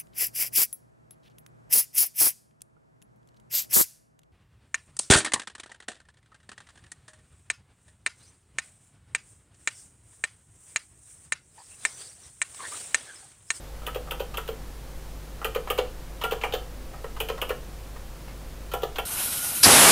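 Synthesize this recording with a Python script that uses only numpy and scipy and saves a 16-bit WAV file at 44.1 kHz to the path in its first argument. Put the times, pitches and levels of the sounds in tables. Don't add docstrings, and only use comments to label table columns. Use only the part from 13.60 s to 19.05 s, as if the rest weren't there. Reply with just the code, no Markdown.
import sys
import numpy as np
from scipy import signal
from scipy.fft import rfft, irfft
from scipy.io import wavfile
from scipy.ndimage import uniform_filter1d

SR = 44100
rng = np.random.default_rng(int(sys.argv[2]) if len(sys.argv) > 2 else 0)


def makeup_ratio(level_db):
    decades = np.asarray(level_db, float) / 20
    return 10 ** decades


def wav_record(signal):
    frames = np.transpose(np.atleast_2d(signal))
    bounded = np.clip(frames, -1, 1)
    quanta = np.round(bounded * 32767).astype(np.int16)
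    wavfile.write(sys.argv[1], SR, quanta)


N = 240462

# (rise [ms], blow delay [ms], rattle decay [ms], tick [dB], rebound [dB], crack [dB],
# thud [dB])
TOUCH_KIND = (0.6, 0.8, 8.5, 2, 1, -6.5, -9)
PRESS_KIND = (0.25, 2, 7.5, 7, 2.5, -22.5, -7.5)
# (from time [s], stem pitch [factor], spring shimmer [dB], cover re case [dB],
# springs re case at the stop [dB])
RISING_KEYS = [
    (0, 1.035, 2, -13.5, -23.5),
    (1.3, 0.98, -12, -13, -32),
    (2.4, 1.01, 6, -7, -24),
    (2.77, 1.1, 1, -3, -16.5),
    (3.1, 0.958, -18, -14, -28),
    (4.9, 1.0962, 5, -8.5, -26),
]


def evened(x):
    return x / np.sqrt(np.mean(x ** 2) + 1e-20)


def peaked(x):
    return x / (abs(x).max() + 1e-12)


def read(points, hz):
    f, value = np.transpose(points)
    return np.interp(np.log(hz + 1), np.log(f + 1), value)


def coloured(x, points):
    hz = np.fft.rfftfreq(len(x), 1 / SR)
    return irfft(rfft(x) * makeup_ratio(read(points, hz)), len(x))


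def whitened(x, size=120):
    z = rfft(x)
    even = irfft(z / np.sqrt(uniform_filter1d(abs(z) ** 2, size=size)), len(x))
    return even * (np.arange(len(x)) < len(x) // 2)


def raised(table, factor):
    return [(hz * factor, *rest) for hz, *rest in table]


def under_finger(table, s):
    return [key for key in table if key[0] <= s][-1][1:]


def add(mix, s, sound):
    part = mix[round(s * SR):][:len(sound)]
    part += sound[:len(part)]


def hum():
    # (frequency [Hz], rms level [dB])
    mains = [(50, -41), (100, -63.5), (150, -55.5), (250, -64.5), (350, -66), (500, -74.5), (529, -61.5)]
    # (frequency [Hz], density [dB per Hz])
    hiss_spectrum = [(35, -21), (60, -5.5), (102, -11.5), (149, -11.5), (197, -14.5), (254, -15),
                     (404, -17.5), (535, -16), (600, -18.5), (2430, -29), (13900, -36), (15600, -36.5)]
    rumble_hz, rumble_db, hiss_db = 24.704, -43.5, -45.5
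    t = np.arange(N) / SR
    tones = np.zeros(N)
    for hz, db in mains:
        tones += np.sqrt(2) * makeup_ratio(db) * np.sin(2 * np.pi * (hz * t + rng.random()))
    hz = np.fft.rfftfreq(N, 1 / SR)
    slope = (hz / (hz + 3.145)) / (1 + (hz / rumble_hz) ** 2)
    rumble = irfft(rfft(rng.standard_normal(N)) * slope, N)
    hiss = coloured(rng.standard_normal(N), hiss_spectrum)
    return tones + makeup_ratio(rumble_db) * evened(rumble) + makeup_ratio(hiss_db) * evened(hiss)


def workshop(x):
    # (frequency [Hz], t60 [s])
    room_t60 = [(300, 0.26), (1000, 0.29), (3000, 0.27), (8000, 0.33), (16000, 0.18)]
    taps = np.zeros(SR // 2)
    at = np.arange(200, SR // 2 - 20, 20)
    taps[at + rng.integers(0, 20, len(at))] = rng.choice([-1., 1.], len(at))
    hz, t, z = signal.stft(taps, SR, nperseg=256)
    decay = makeup_ratio(-60 * t / read(room_t60, hz)[:, None])
    tail = signal.istft(z * decay, SR, nperseg=256)[1]
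    return signal.fftconvolve(x, tail / np.linalg.norm(tail))[:N]


def ring(modes, drive, spread_db, detune):
    hz, db, t60 = np.array(modes).T[:, :, None]
    level_chance, pitch_chance = rng.standard_normal((2, len(modes), 1))
    t = np.arange(len(drive)) / SR
    decay = makeup_ratio(db + spread_db * level_chance - 60 * t / t60)
    response = decay * np.sin(2 * np.pi * hz * (1 + detune * pitch_chance) * t)
    return peaked(signal.fftconvolve(drive, response.sum(0))[:len(drive)])


def haze(points, drive, t60):
    t = np.arange(len(drive)) / SR
    response = rng.standard_normal(len(drive)) * makeup_ratio(-60 * t / t60)
    dying = signal.fftconvolve(drive, response)[:len(drive)]
    return peaked(coloured(whitened(dying), points) * (t < t[-1] / 2))


def housing(blow, ms_after, case_db, cover_db, thud_db):
    # (frequency [Hz], level [dB], t60 [s])
    case_modes = [(371, -9, 0.18), (422, -5.5, 0.09), (449, -2, 0.18), (496, -1.5, 0.22), (530, -4, 0.19),
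                  (565, -7, 0.1)]
    # (frequency [Hz], level [dB], t60 [s])
    cover_modes = [(612, -2.5, 0.13), (691, -8, 0.25), (740, -5.5, 0.2308), (797.8, -1, 0.16),
                   (926.73, -9.5, 0.068)]
    thud_hz, thud_ms = 465 * rng.uniform(1.0, 1.04), 7.2
    swell = np.tanh(ms_after / 1.4) * np.exp(-(ms_after / thud_ms) ** 3)
    thud = swell * np.sin(2 * np.pi * thud_hz * ms_after / 1000)
    case = ring(case_modes, blow, spread_db=1.5, detune=0.004) + makeup_ratio(thud_db) * thud
    cover = ring(cover_modes, blow, spread_db=3.0, detune=0.0033)
    return makeup_ratio(case_db - 0.6) * case + makeup_ratio(cover_db + 2.0) * cover


def key_plate(late, plate_db, lever_mode):
    # (frequency [Hz], level [dB], t60 [s])
    plate_modes = [(979, -5, 0.087), (1083, -4.5, 0.054), (1192, -2, 0.067), (1261, 0.5, 0.038),
                   (1362, -3.5, 0.05), (1480, -9, 0.06), (1674, -9, 0.058), (1850, -6, 0.063)]
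    # (frequency [Hz], level [dB])
    buzz = [(600, -49), (950, -6), (1300, 2.5), (1600, -8), (1900, -7), (2400, -28)]
    plate = makeup_ratio(-1.0) * ring(plate_modes, late, spread_db=5.5, detune=0.0046)
    plate += ring_lever(late, lever_mode)
    plate += makeup_ratio(-2.5) * haze(buzz, late, t60=0.069)
    return makeup_ratio(plate_db) * plate


def ring_lever(late, lever_mode):
    hz, db, t60 = lever_mode
    return makeup_ratio(db) * ring([(hz, 0, t60)], late, spread_db=0, detune=0.0038)


def stem_and_latch(rattle, tick, ms, stem_db, latch_db, crack_db, pitch):
    # (frequency [Hz], level [dB], t60 [s])
    stem_modes = [(1988, -19.5, 0.033), (2240, 10, 0.037), (2470, -6, 0.19), (2484, 17, 0.0379),
                  (2784, -17, 0.033), (2870, 0, 0.0455), (2820, -3.5, 0.047), (2914.7, 13, 0.049),
                  (2920, -23, 0.21), (3160.9, 13.5, 0.01744), (3279, -22.5, 0.13), (3257, -24.5, 0.033),
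                  (3864, -29, 0.039)]
    # (frequency [Hz], level [dB])
    clatter = [(900, -3), (1400, -6), (2050, -12), (2500, 0), (3100, 2), (3450, -6.5), (3850, -26),
               (5000, -26)]
    # (frequency [Hz], level [dB])
    latch = [(1900, -28), (2350, -2), (2800, 0.5), (3350, -2), (3900, -31)]
    # (frequency [Hz], level [dB])
    crack = [(2500, 4.5), (4200, 10.5), (5500, 0), (6800, 4), (9000, -21), (12000, -32)]
    out = makeup_ratio(-15.5) * ring(raised(stem_modes, pitch), rattle, spread_db=4, detune=0.015)
    out += makeup_ratio(-2.5) * haze(raised(clatter, pitch), rattle, t60=0.048)
    out += makeup_ratio(latch_db - 10.5) * haze(raised(latch, pitch), tick, t60=0.022)
    out += makeup_ratio(crack_db) * haze(crack, rattle * np.exp(-ms / 16.07), t60=0.041)
    return makeup_ratio(stem_db) * out


def springs_and_leaves(rattle, tick, springs_db, shimmer_db, tick_db):
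    # (frequency [Hz], level [dB])
    spring_haze = [(6000, -14.5), (8000, -11.5), (9900, -10), (11000, -7), (12500, -6.5), (13500, -1),
                   (14300, -6), (15000, -10.5), (15800, -8), (16800, -9)]
    # (frequency [Hz], level [dB])
    shimmer = [(12300, -32), (13500, -2), (14400, 4), (15200, -6), (16200, -28)]
    # (frequency [Hz], level [dB], t60 [s])
    leaves = [(8150, -7, 0.035), (9950, -7, 0.08), (10900, -1, 0.03), (12060, 4, .01), (14200, 12, 0.011)]
    out = makeup_ratio(3.5) * haze(spring_haze, rattle, t60=0.026)
    out += makeup_ratio(shimmer_db + 0.5) * haze(shimmer, rattle, t60=0.0884)
    out += makeup_ratio(tick_db - 7) * ring(leaves, tick, spread_db=2.5, detune=0.006)
    return makeup_ratio(springs_db) * out


def contact(s, levels, kind, seat, lever=None):
    # (extra travel [ms], frequency [Hz], level [dB], t60 [s])
    idle_lever = (0, 1300, -60, .1)
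    stem_db, case_db, cover_db, plate_db, springs_db = levels
    rise_ms, delay_ms, rattle_ms, tick_db, rebound_db, crack_db, thud_db = kind
    pitch, snap_db, shimmer_db = seat
    travel_ms, lever_hz, lever_db, lever_t60 = lever or idle_lever
    if kind is PRESS_KIND:
        delay_ms = delay_ms + travel_ms
    else:
        lever_t60 = lever_t60 * 0.5
    ms = np.arange(SR // 4) * 1000 / SR

    chatter = evened(uniform_filter1d(rng.standard_normal(len(ms)), size=40))
    rebound_ms = 10.94 * rng.uniform(0.69, 1.3)
    rebound = makeup_ratio(rebound_db - 4.5) * np.exp(-abs(ms - rebound_ms) / 0.49)
    tick_envelope = makeup_ratio(tick_db) * np.exp(-ms / 0.39)
    rattle_envelope = makeup_ratio(3.1 * chatter) * np.exp(-ms / rattle_ms)
    noise = rng.standard_normal(len(ms)) * (1 - np.exp(-ms / rise_ms))
    rattle = whitened(noise * (rattle_envelope + tick_envelope + rebound))
    tick = whitened(noise * tick_envelope)

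    blow = np.exp(-0.5 * ((ms - delay_ms) / 0.15) ** 2)
    blow = blow / np.linalg.norm(blow) + 0.25 * rattle / np.linalg.norm(rattle)
    late = np.roll(rattle, round(delay_ms * SR / 1000))

    parts = housing(blow, np.maximum(ms - delay_ms, 0), case_db, cover_db, thud_db)
    parts += key_plate(late, plate_db, (lever_hz, lever_db, lever_t60))
    parts += stem_and_latch(rattle, tick, ms, stem_db, tick_db + snap_db, crack_db, pitch)
    parts += springs_and_leaves(rattle, tick, springs_db, shimmer_db, tick_db)
    return s, parts


def going_down(row, kind):
    # (from time [s], stem pitch [factor], latch snap [dB], cover re case [dB], springs re stem [dB])
    sinking_keys = [(0, 1.03, 2.5, -9, -9), (1.3, 0.98, 4, -8, -7.5), (2.4, 1.0108, -3, -3.5, -10),
                    (2.77, 0.91, 6.5, 1, -36.5), (3.1, 0.984, 4, -9, -9), (4.05, 0.856, -1.5, -5, -10.5),
                    (4.9, 1.05, 1, -3, -7.5), (5.3, 1.01, 3.5, 1, -10.5)]
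    # (from time [s], extra travel [ms], frequency [Hz], level re plate [dB],
    # t60 [s])
    levers = [(0, 6.5, 1290, -1, .08), (1.3, 1.45, 1220, -8, .06), (2.4, .01, 1390, -8, .12),
              (2.77, .01, 1358, -15, 0.07645), (3.1, 3.1, 1220, -9, .05), (4.05, .01, 1150, -1, .035),
              (4.9, .01, 1376, -2.5, .15), (5.3, .01, 1369, -8, 0.14)]
    shimmer_db = -12.5
    s, stem_db, case_db, plate_db = row
    pitch, snap_db, cover_db, springs_db = under_finger(sinking_keys, s)
    if kind is TOUCH_KIND:
        case_db, cover_db, springs_db = case_db - 14, 14, springs_db - 5.5
    levels = stem_db, case_db, case_db + cover_db, plate_db, stem_db + springs_db
    return contact(s, levels, kind, (pitch, snap_db, shimmer_db), under_finger(levers, s))


def letting_go(row, kind):
    case_re_stem_db, cover_re_stem_db, snap_db = -18.5, -11, -2.5
    s, stem_db, plate_db, springs_db = row
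    pitch, shimmer_db, *_ = under_finger(RISING_KEYS, s)
    levels = stem_db, stem_db + case_re_stem_db, stem_db + cover_re_stem_db, plate_db, springs_db
    return contact(s, levels, kind, (pitch, snap_db, shimmer_db - 4))


def returning(row, kind):
    snap_db = -2.5
    s, stem_db, case_db, plate_db = row
    pitch, shimmer_db, cover_db, springs_db = under_finger(RISING_KEYS, s)
    levels = stem_db, case_db, case_db + cover_db, plate_db, case_db + springs_db
    return contact(s, levels, kind, (pitch, snap_db, shimmer_db))


def keys():
    # (time [s], key stem [dB], housing [dB], key plate [dB])
    touches = [(0.217, -50.5, -44.5, -44), (0.2321, -48, -41, -54.5), (0.471, -54, -39.5, -42.5),
               (0.7402, -31.5, -40, -35.5), (1.8155, -43, -34, -32.5), (2.073, -36.5, -31, -27.5),
               (2.6131, -26.5, -36.5, -29.5), (2.813, -29, -41, -34.5), (3.3358, -46.5, -37.5, -40),
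               (3.5645, -39, -48, -30.5), (3.7754, -36.5, -34, -34), (4.3603, -45.5, -55, -41.5),
               (5.1156, -30, -48.5, -34.5), (5.3578, -26.5, -44, -38)]
    # (time [s], key stem [dB], housing [dB], key plate [dB])
    rustles = [
        (4.1849, -49, -60, -55),
        (4.6796, -43, -47, -50),
        (4.709, -44, -58, -53),
    ]
    # (time [s], key stem [dB], case [dB], key plate [dB])
    presses = [(0.2658, -23, -28.5, -30), (0.5093, -22.5, -27.5, -31), (0.7716, -21.5, -26.5, -28.5),
               (1.8454, -19, -20.5, -24.5), (2.1016, -18, -18, -24), (2.6378, -17.5, -20, -20),
               (2.836, -20.5, -22.5, -21), (3.602, -18.5, -22, -28), (3.8161, -18.5, -23.5, -26),
               (5.1364, -23, -19.5, -25), (5.3839, -19.5, -22, -23)]
    # (time [s], key stem [dB], key plate [dB], springs [dB])
    releases = [(0.3466, -27.5, -40, -40), (0.5962, -29.5, -35.5, -40.5), (0.8769, -30, -37, -39.5),
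                (1.9483, -26, -30, -33.5), (2.1776, -26, -28, -35), (2.71, -25, -31, -40),
                (2.9238, -25, -51, -42.5), (3.687, -23, -29.5, -36), (3.8919, -24.5, -30.5, -33.5),
                (5.2198, -33, -40, -44.5)]
    # (time [s], key stem [dB], case [dB], key plate [dB])
    returns = [(0.3574, -32, -22, -37), (0.6022, -30.5, -20, -47), (0.8875, -30.5, -22.5, -36.5),
               (1.9578, -24.5, -17.5, -26.5), (2.1857, -17.5, -12.5, -23), (2.7201, -24, -17.5, -25),
               (2.9361, -18.5, -19.5, -28), (3.4418, -37.5, -26, -32), (3.6988, -25, -20.5, -26.5),
               (3.903, -29, -19, -25), (5.2318, -23, -16.5, -29.5)]
    release_kind = (0.0034, 3, 9, 9, -13, -11.5, -18)
    return_kind = (0.2, 1.55, 3.5, 6, 2, -8.5, -1.5)
    case_low_hz = 395.21
    out = np.zeros(N)
    for rows, kind, move in ((touches + rustles, TOUCH_KIND, going_down),
                             (presses, PRESS_KIND, going_down),
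                             (releases, release_kind, letting_go),
                             (returns, return_kind, returning)):
        for row in rows:
            add(out, *move(row, kind))
    bass_cut = signal.butter(N=6, Wn=case_low_hz, btype="high", fs=SR, output="sos")
    return signal.sosfilt(bass_cut, out)


def scene():
    room_db, shift_hz = -8, 1.1
    clicks = keys()
    turn = 2 * np.pi * shift_hz * np.arange(N) / SR
    echoes = workshop(clicks * np.cos(turn)) + workshop(clicks * np.sin(turn))
    mono = clicks + makeup_ratio(room_db) * echoes + hum()
    return np.array([mono, mono])


def roll_off(x):
    return signal.sosfilt(signal.butter(12, 16820, fs=SR, output="sos"), x)


def record(dry):
    # (frequency [Hz], density [dB per Hz])
    apart_spectrum = [(18, -42), (30, -10), (277, -5.5), (790, -7), (877, -5), (1170, -11), (1480, -7),
                      (3250, -7.5), (13700, -7.5), (15600, -3)]
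    apart_db, apart_re_level_db = -70, -30.5
    edge_hz, above_edge_db = 15720, -45
    open_db, open_gain_db = -43, -14
    level = np.sqrt(abs(uniform_filter1d(np.diff(dry[0], prepend=0) ** 2, size=1024)))
    own = evened(coloured(rng.standard_normal(N), apart_spectrum))
    own = own * (makeup_ratio(apart_db) + makeup_ratio(apart_re_level_db) * level)
    both = dry + own * np.array([[1], [-1]])
    lowpass = signal.firwin(255, edge_hz, window=("kaiser", 5), fs=SR)
    limited = signal.oaconvolve(both, lowpass[None], "same")
    top = both - limited
    top_db = 10 * np.log10(abs(uniform_filter1d(top[0] ** 2, size=128)) + 1e-12)
    opened = makeup_ratio(open_gain_db) * np.clip((top_db - open_db) / 4.5, 0, 1) + makeup_ratio(above_edge_db)
    return roll_off(limited + opened * top)


dry = scene()
out = record(dry)
wav_record(out)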